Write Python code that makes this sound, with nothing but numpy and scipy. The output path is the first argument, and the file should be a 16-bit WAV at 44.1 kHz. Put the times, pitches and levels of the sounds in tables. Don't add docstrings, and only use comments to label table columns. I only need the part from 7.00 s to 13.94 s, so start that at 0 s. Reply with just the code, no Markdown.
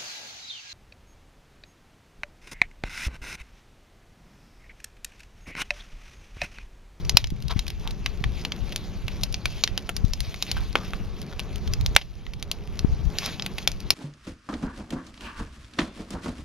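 import sys
import numpy as np
from scipy import signal
from scipy.fft import rfft, irfft, next_fast_len
from scipy.io import wavfile
from scipy.ndimage import uniform_filter1d, map_coordinates

SR = 44100
rng = np.random.default_rng(int(sys.argv[2]) if len(sys.argv) > 2 else 0)


def transcribe(signal):
    frames = np.atleast_2d(signal).T
    limited = np.clip(frames, -1, 1)
    pcm = np.round(limited * 32767).astype(np.int16)
    wavfile.write(sys.argv[1], SR, pcm)


N = 306054

# t/s, level/dB, cavity pitch/Hz, treble edge/dB, tearing time/s
RESIN_POPS = [(.05, -38.5, 4700, -10.5, 0.0045), (0.0952, -17, 5160, -9.5, 0.003),
              (0.1706, -1, 3920, -11.5, 0.0035), (0.2423, -21, 3280, -18, 0.0034),
              (0.2717, -33, 5000, -11, .002), (0.3036, -36, 3070, -4, 0.0042),
              (.4239, -36, 4360, -6, 0.0024), (.4823, -31.5, 4360, -9, .003),
              (.5925, -23.5, 3920, -10, 0.0027), (0.667, -36, 2900, -9, .003),
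              (.6807, -30.5, 4300, -8, 0.0041), (.703, -33.5, 3200, -6, 0.0026),
              (.8755, -30.5, 3600, -11, 0.00081), (0.9087, -36.5, 3800, -8, 0.0055),
              (1.0611, -21, 2790, -15, 0.0037), (1.2405, -25, 1960, -19, 0.0032),
              (1.4504, -24, 2850, -15, 0.0036), (1.5206, -26, 3340, -19, .0034),
              (1.7229, -33.5, 2960, -11, 0.0065), (1.7611, -24.5, 4080, -4.5, 0.002),
              (2.0813, -29, 2440, -13, 0.0041), (2.2347, -20, 4600, -7.5, 0.0041),
              (2.3258, -36.5, 5300, -2, 0.0022), (2.3431, -24.5, 4440, -16, .0023),
              (2.4562, -20, 2600, -12.5, 0.0039), (2.6379, -13.5, 4070, -15, 0.0045),
              (2.6761, -25.5, 3100, -16, 0.0017), (2.7773, -22, 2980, -11, 0.0016),
              (2.8919, -24, 1370, -5.5, .006), (2.9655, -26.5, 4300, -4.5, 0.0044),
              (3.1352, -26, 4800, -9.5, 0.0024), (3.205, -26.5, 4070, -4, .003),
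              (3.343, -34.5, 2260, -12, 0.0031), (3.4251, -20.5, 4070, -8.5, 0.0017),
              (3.515, -21.5, 4170, -8.5, 0.0036), (3.7551, -14, 1200, -19.5, 0.0033),
              (3.9349, -29.5, 1110, -13, 0.0017), (4.2167, -38.5, 4550, -2, .0027),
              (4.395, -28, 2980, -9, 0.0015), (4.4011, -34, 3430, -10, 0.0016),
              (4.5588, -36.5, 2960, -3.5, 0.0023), (4.676, -35.5, 3530, -12, 0.0037),
              (4.7363, -25.5, 5040, -9, 0.0025), (4.811, -36.5, 3800, -6, .003),
              (4.8624, -23, 4200, -10, .0013), (4.9514, -33, 5300, -10, 0.00079),
              (4.9639, 3, 2390, -14, .004), (5.0137, -24.5, 2900, -20, 0.01),
              (5.2663, -31, 2030, -19, .002), (5.3359, -31.5, 3150, -9.5, 0.0034),
              (5.4267, -24, 3830, -6, 0.002), (5.515, -17.5, 4200, -6, .002),
              (5.7922, -27, 4650, -12, 0.002), (6.1857, -21.5, 4400, -11.5, .002),
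              (6.2618, -27, 4000, -3.5, .001), (6.397, -28, 3150, -30, 0.0022),
              (6.423, -28, 4400, -24, 0.0019), (6.4627, -26, 2520, -7, 0.0036),
              (6.5829, -27.5, 2750, -10.5, 0.0055), (6.6756, -13.5, 3350, -9, 0.0025),
              (6.7175, -34.5, 4770, -5.5, 0.0011), (6.8035, -39, 4200, -4, 0.0027),
              (6.905, -10.5, 4140, -7, 0.0027)]
# peak t/s, level/dB, half length/s
HISS_SWELLS = [(0.193, -45, .02), (0.597, -50, 0.027), (1.394, -45, 0.029), (1.79, -50.5, 0.13),
               (2.21, -51.5, 0.056), (2.557, -45, 0.041), (3.26, -48.5, 0.048), (3.45, -45.5, 0.073),
               (3.593, -45.5, 0.052), (3.865, -48.5, 0.053), (4.403, -58.5, 0.28), (5.197, -49, 0.082),
               (5.708, -59, 0.6), (6.247, -37.5, 0.047), (6.365, -51.5, 0.073), (6.61, -44, 0.023)]
# f/Hz, level/dB
HISS_SPECTRUM = [(250, -13), (600, 2.5), (1200, -7), (2400, 4), (4200, 2.5), (6200, -2), (7500, -10.5),
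                 (9500, -14.5), (13000, -11), (15000, -20.5), (16500, -28)]
SIMMER_DB = -54


def amp(db):
    return 10 ** (np.asarray(db) / 20)


def unit(x):
    return x / np.sqrt(np.mean(x ** 2) + 1e-20)


def along(points, hz):
    f, v = np.transpose(points)
    return np.interp(np.log(hz + 1), np.log(f + 1), v)


def wobble(rate_hz):
    knots = rng.standard_normal(int(N * rate_hz / SR) + 4)
    return map_coordinates(knots, [np.arange(N) * rate_hz / SR])


def swells(steady_db, rows):
    t = np.arange(N) / SR
    bells = sum(amp(db) ** 2 * np.exp(-.5 * ((t - s) / half_s) ** 2) for s, db, half_s in rows)
    return 10 * np.log10(amp(steady_db) ** 2 + bells)


def filtered(x, response):
    m = next_fast_len(N + SR // 4)
    return irfft(rfft(x, m) * response(np.fft.rfftfreq(m, 1 / SR)), m)[..., :N]


def coloured(x, spectrum):
    return unit(filtered(x, lambda hz: amp(along(spectrum, hz))))


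def band(x, lo_hz, hi_hz, order=2):
    sos = signal.butter(order, [lo_hz, min(hi_hz, SR / 2 - 1)], "band", fs=SR, output="sos")
    return signal.sosfilt(sos, x)


def ring(x, hz, q):
    return signal.lfilter(*signal.iirpeak(min(hz, SR / 4), max(q, 1), SR), x)


def add(track, s, x):
    start = int(np.clip(round(s * SR), 0, N - 1))
    track[start:start + len(x)] += x[:N - start]


def wind(calm_db=-36.5, flutter_db=4.5):
    # f/Hz, level/dB
    buffet_spectrum = [(12, -13.5), (25, 1), (50, -2), (90, -5.5), (150, -14), (250, -33.5), (450, -49),
                       (1200, -49.5), (5000, -120)]
    # peak t/s, level/dB, half length/s, left minus right/dB
    gusts = [(0.153, -26.5, .1, 11.5), (.3, -20, 0.068, 0.5), (0.507, -22.5, 0.069, 7),
             (0.954, -31.5, 0.14, 9), (1.274, -24.5, 0.063, 3), (1.65, -33.5, 0.038, 15),
             (2.036, -30, 0.064, 5), (2.245, -26.5, 0.055, 6), (2.534, -31.5, .05, 7),
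             (3.052, -26.5, 0.051, 7), (3.238, -32, 0.034, 14), (3.62, -28.5, 0.034, -5),
             (3.854, -33, .07, 2), (4.696, -26, 0.041, 5), (4.874, -21.5, 0.06, -3.5),
             (5.25, -30.5, 0.37, -1.5), (5.922, -21.5, .045, 3), (6.06, -29, 0.026, 8),
             (6.734, -34.5, 0.033, 0)]
    # t/s, level/dB, half length/s, port (0 left, 1 right)
    eddies = [(0.15, -5, 0.0016, 0), (0.323, -6, 0.001, 1), (0.563, -2.5, 0.0013, 0),
              (1.213, -12, 0.0014, 1), (1.264, -8, 0.0021, 0), (3.045, -0.5, 0.0015, 0),
              (5.848, 1.5, 0.0009, 0), (5.926, -11.5, 0.0021, 0)]
    t, ports = np.arange(N) / SR, []
    for side in (1, -1):
        buffet = unit(amp(flutter_db * wobble(35)) * coloured(rng.standard_normal(N), buffet_spectrum))
        port_gusts = [(s, db + side * lean_db / 2, half_s) for s, db, half_s, lean_db in gusts]
        ports.append(amp(swells(calm_db, port_gusts)) * buffet)
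    for s, db, half_s, port in eddies:
        u = (t - s) / half_s
        push = np.exp(-np.log(2) * u ** 2) - 0.19 * np.exp(-(u / 8) ** 2)
        ports[int(port)] += amp(db) * push
    return np.array(ports)


def flames(flutter_db=1.5):
    # t/s, level/dB
    roar_levels = [(0, -41), (.8, -46), (1.5, -41), (2.7, -43), (3.2, -45.5), (3.9, -42), (4.8, -40.5),
                   (5.3, -40.5), (5.8, -39.5), (6.94, -43)]
    # f/Hz, level/dB
    roar_spectrum = [(40, -18.5), (110, 0), (200, 2.5), (300, -5), (450, -8.5), (700, -16), (1300, -19.5),
                     (3000, -32.5), (12000, -95)]
    level_db = np.interp(np.arange(N) / SR, *np.transpose(roar_levels))
    return amp(level_db + flutter_db * wobble(14)) * coloured(rng.standard_normal(N), roar_spectrum)


def jets(depth_db=2.6):
    z = signal.stft(rng.standard_normal(N), nperseg=256)[2]
    patches = uniform_filter1d(rng.standard_normal(z.shape), size=7, axis=0)
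    patches = uniform_filter1d(patches, size=10, axis=1)
    return signal.istft(z * amp(depth_db * unit(patches)), nperseg=256)[1][:N]


def hiss(fizz_db=2.5, flutter_db=1.4, sizzle_db=-77.5):
    fizz = jets() * amp(fizz_db * wobble(1500))
    hiss_db = swells(SIMMER_DB, HISS_SWELLS) + flutter_db * wobble(40)
    sizzle = unit(band(fizz, 7000, 15000, order=8))
    return amp(hiss_db) * coloured(fizz, HISS_SPECTRUM) + amp(sizzle_db) * sizzle


def burst(hz, body_db, treble_db, tear_s, snap=4.6, cavity_db=-3, cavity_q=6,
          splinter_db=-21, splinter_t60_s=0.089, thud_db=-10):
    t = np.arange(SR // 25) / SR
    fibres, splinters = rng.standard_normal((2, len(t)))
    tear = fibres * np.exp(-(t / tear_s) ** 2)
    tear += unit(splinters ** 3) * amp(splinter_db - 60 * t / splinter_t60_s)
    tear[:2] += snap
    crack = unit(band(tear, np.sqrt(hz * 1100), np.sqrt(hz * 8300), order=3))
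    cavity = unit(ring(band(tear, hz / 2, hz * 2, order=1), hz, cavity_q))
    wood = unit(band(tear, 410, 1450)) + amp(thud_db) * unit(band(tear, 260, 430, order=1))
    edge = unit(band(tear, 6520, 14000, order=3))
    sound = unit(crack + amp(cavity_db) * cavity) + amp(body_db) * wood + amp(treble_db) * edge
    return sound / np.sqrt(np.sum(sound ** 2) / (.006 * SR))


def ticks(count=140, offset_db=-3, spread_db=4.0):
    out, hiss_db = np.zeros(N), swells(SIMMER_DB, HISS_SWELLS)
    for when, size, pitch in rng.random((count, 3)):
        db = hiss_db[int(when * N)] + offset_db - spread_db * np.log(size + 0.02)
        tick = burst(2300 * 2 ** (1.2 * pitch), body_db=-15.5, treble_db=-7.5, tear_s=0.0007)
        add(out, when * N / SR, amp(db) * tick)
    return out


def embers(grain_db=5.5, coal_q=1.5, stick_q=12, chips_per_poke=5, chip_db=-6):
    # t/s, level/dB, half length/s, f/Hz
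    pokes = [(0.51, -30, 0.0072, 3800), (0.515, -31.5, 0.012, 1030), (0.572, -43, 0.0054, 2090),
             (0.867, -46.5, 0.029, 880), (3.576, -37, 0.0064, 1520), (3.616, -48, 0.029, 1080),
             (3.772, -35, 0.013, 310), (3.81, -46, 0.031, 1220), (4.329, -43, 0.0047, 1440),
             (6.25, -43, 0.034, 1080), (6.255, -33, 0.013, 5200)]
    grit = wobble(700)
    t, out = np.arange(N) / SR, np.zeros(N)
    for s, db, half_s, hz in pokes:
        near = np.abs(t - s) < 4 * half_s
        grains = band(rng.standard_normal(near.sum()) * amp(grain_db * grit[near]), 210, 5400)
        crunch = unit(unit(ring(grains, hz, coal_q)) + unit(ring(grains, hz, stick_q)))
        out[near] += amp(db) * np.exp(-.5 * ((t[near] - s) / half_s) ** 2) * crunch
        for jitter, size in rng.standard_normal((chips_per_poke, 2)):
            chip = burst(3340, body_db=1.0, treble_db=-12, tear_s=0.00037)
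            add(out, s + half_s * jitter, amp(db + chip_db + 2 * size) * chip)
    return out


def steam(vent_db=-31, t60_s=0.26):
    flow, t = np.zeros(N), np.arange(SR // 3) / SR
    for s, db, *_ in RESIN_POPS:
        add(flow, s, amp(db + vent_db - 60 * t / t60_s))
    return flow * coloured(rng.standard_normal(N), HISS_SPECTRUM)


def pops(mid_hz=3480, mid_body_db=-14.5, body_db_per_octave=-9.5):
    out = np.zeros(N)
    for s, db, hz, edge_db, tear_s in RESIN_POPS:
        body_db = mid_body_db + body_db_per_octave * np.log2(hz / mid_hz)
        add(out, s, amp(db) * burst(hz, body_db, edge_db, tear_s))
    return out


def campsite(x, ground_s=.0052, ground_db=-19, scatter_db=-19, width=0.98):
    # f/Hz, t60/s
    decay = [(300, 0.15), (3000, 0.063), (12000, 0.037)]
    hz, t, z = signal.stft(rng.standard_normal((2, SR // 6)), SR, nperseg=256)
    tails = signal.istft(z * amp(-60 * t / along(decay, hz)[:, None]), SR, nperseg=256)[1]
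    mid, side = signal.fftconvolve(x[None], tails / np.linalg.norm(tails[0]), axes=1)[:, :N]
    scatter = np.array([mid + width * side, mid - width * side])
    ground = filtered(x, lambda f: np.exp(-2j * np.pi * f * ground_s))
    return x + amp(ground_db) * ground + amp(scatter_db) * scatter


def gain_control(x, limit_db=-9, recover_db_per_s=14, window_samples=265, lag_samples=88):
    power = signal.lfilter(np.ones(window_samples) / window_samples, 1, np.mean(x ** 2, axis=0))
    over_db = np.maximum(10 * np.log10(power + 1e-12) - limit_db, 0)
    late_db = np.pad(over_db, (lag_samples, 0))[:N]
    ramp_db = recover_db_per_s * np.arange(N) / SR
    return x * amp(ramp_db - np.maximum.accumulate(late_db + ramp_db))


def scene(left_lag_s=25e-6, lean_db=.4):
    fire = campsite(pops() + steam() + ticks() + flames() + hiss() + embers())
    sides = np.array([[1], [-1]])
    fire = filtered(fire, lambda hz: np.exp(-1j * np.pi * hz * left_lag_s * sides))
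    return fire * amp(lean_db * sides) + wind()


def record(dry, notch_hz=7900, notch_width_hz=520, notch_db=-24, ceiling=0.91, top_hz=15865):
    notched = filtered(dry, lambda hz: amp(notch_db * np.exp(-((hz - notch_hz) / notch_width_hz) ** 2)))
    clipped = np.clip(gain_control(notched), -ceiling, ceiling)
    return filtered(clipped, lambda hz: 1 / np.sqrt(1 + (hz / top_hz) ** 80))


dry = scene()
out = record(dry)
transcribe(out)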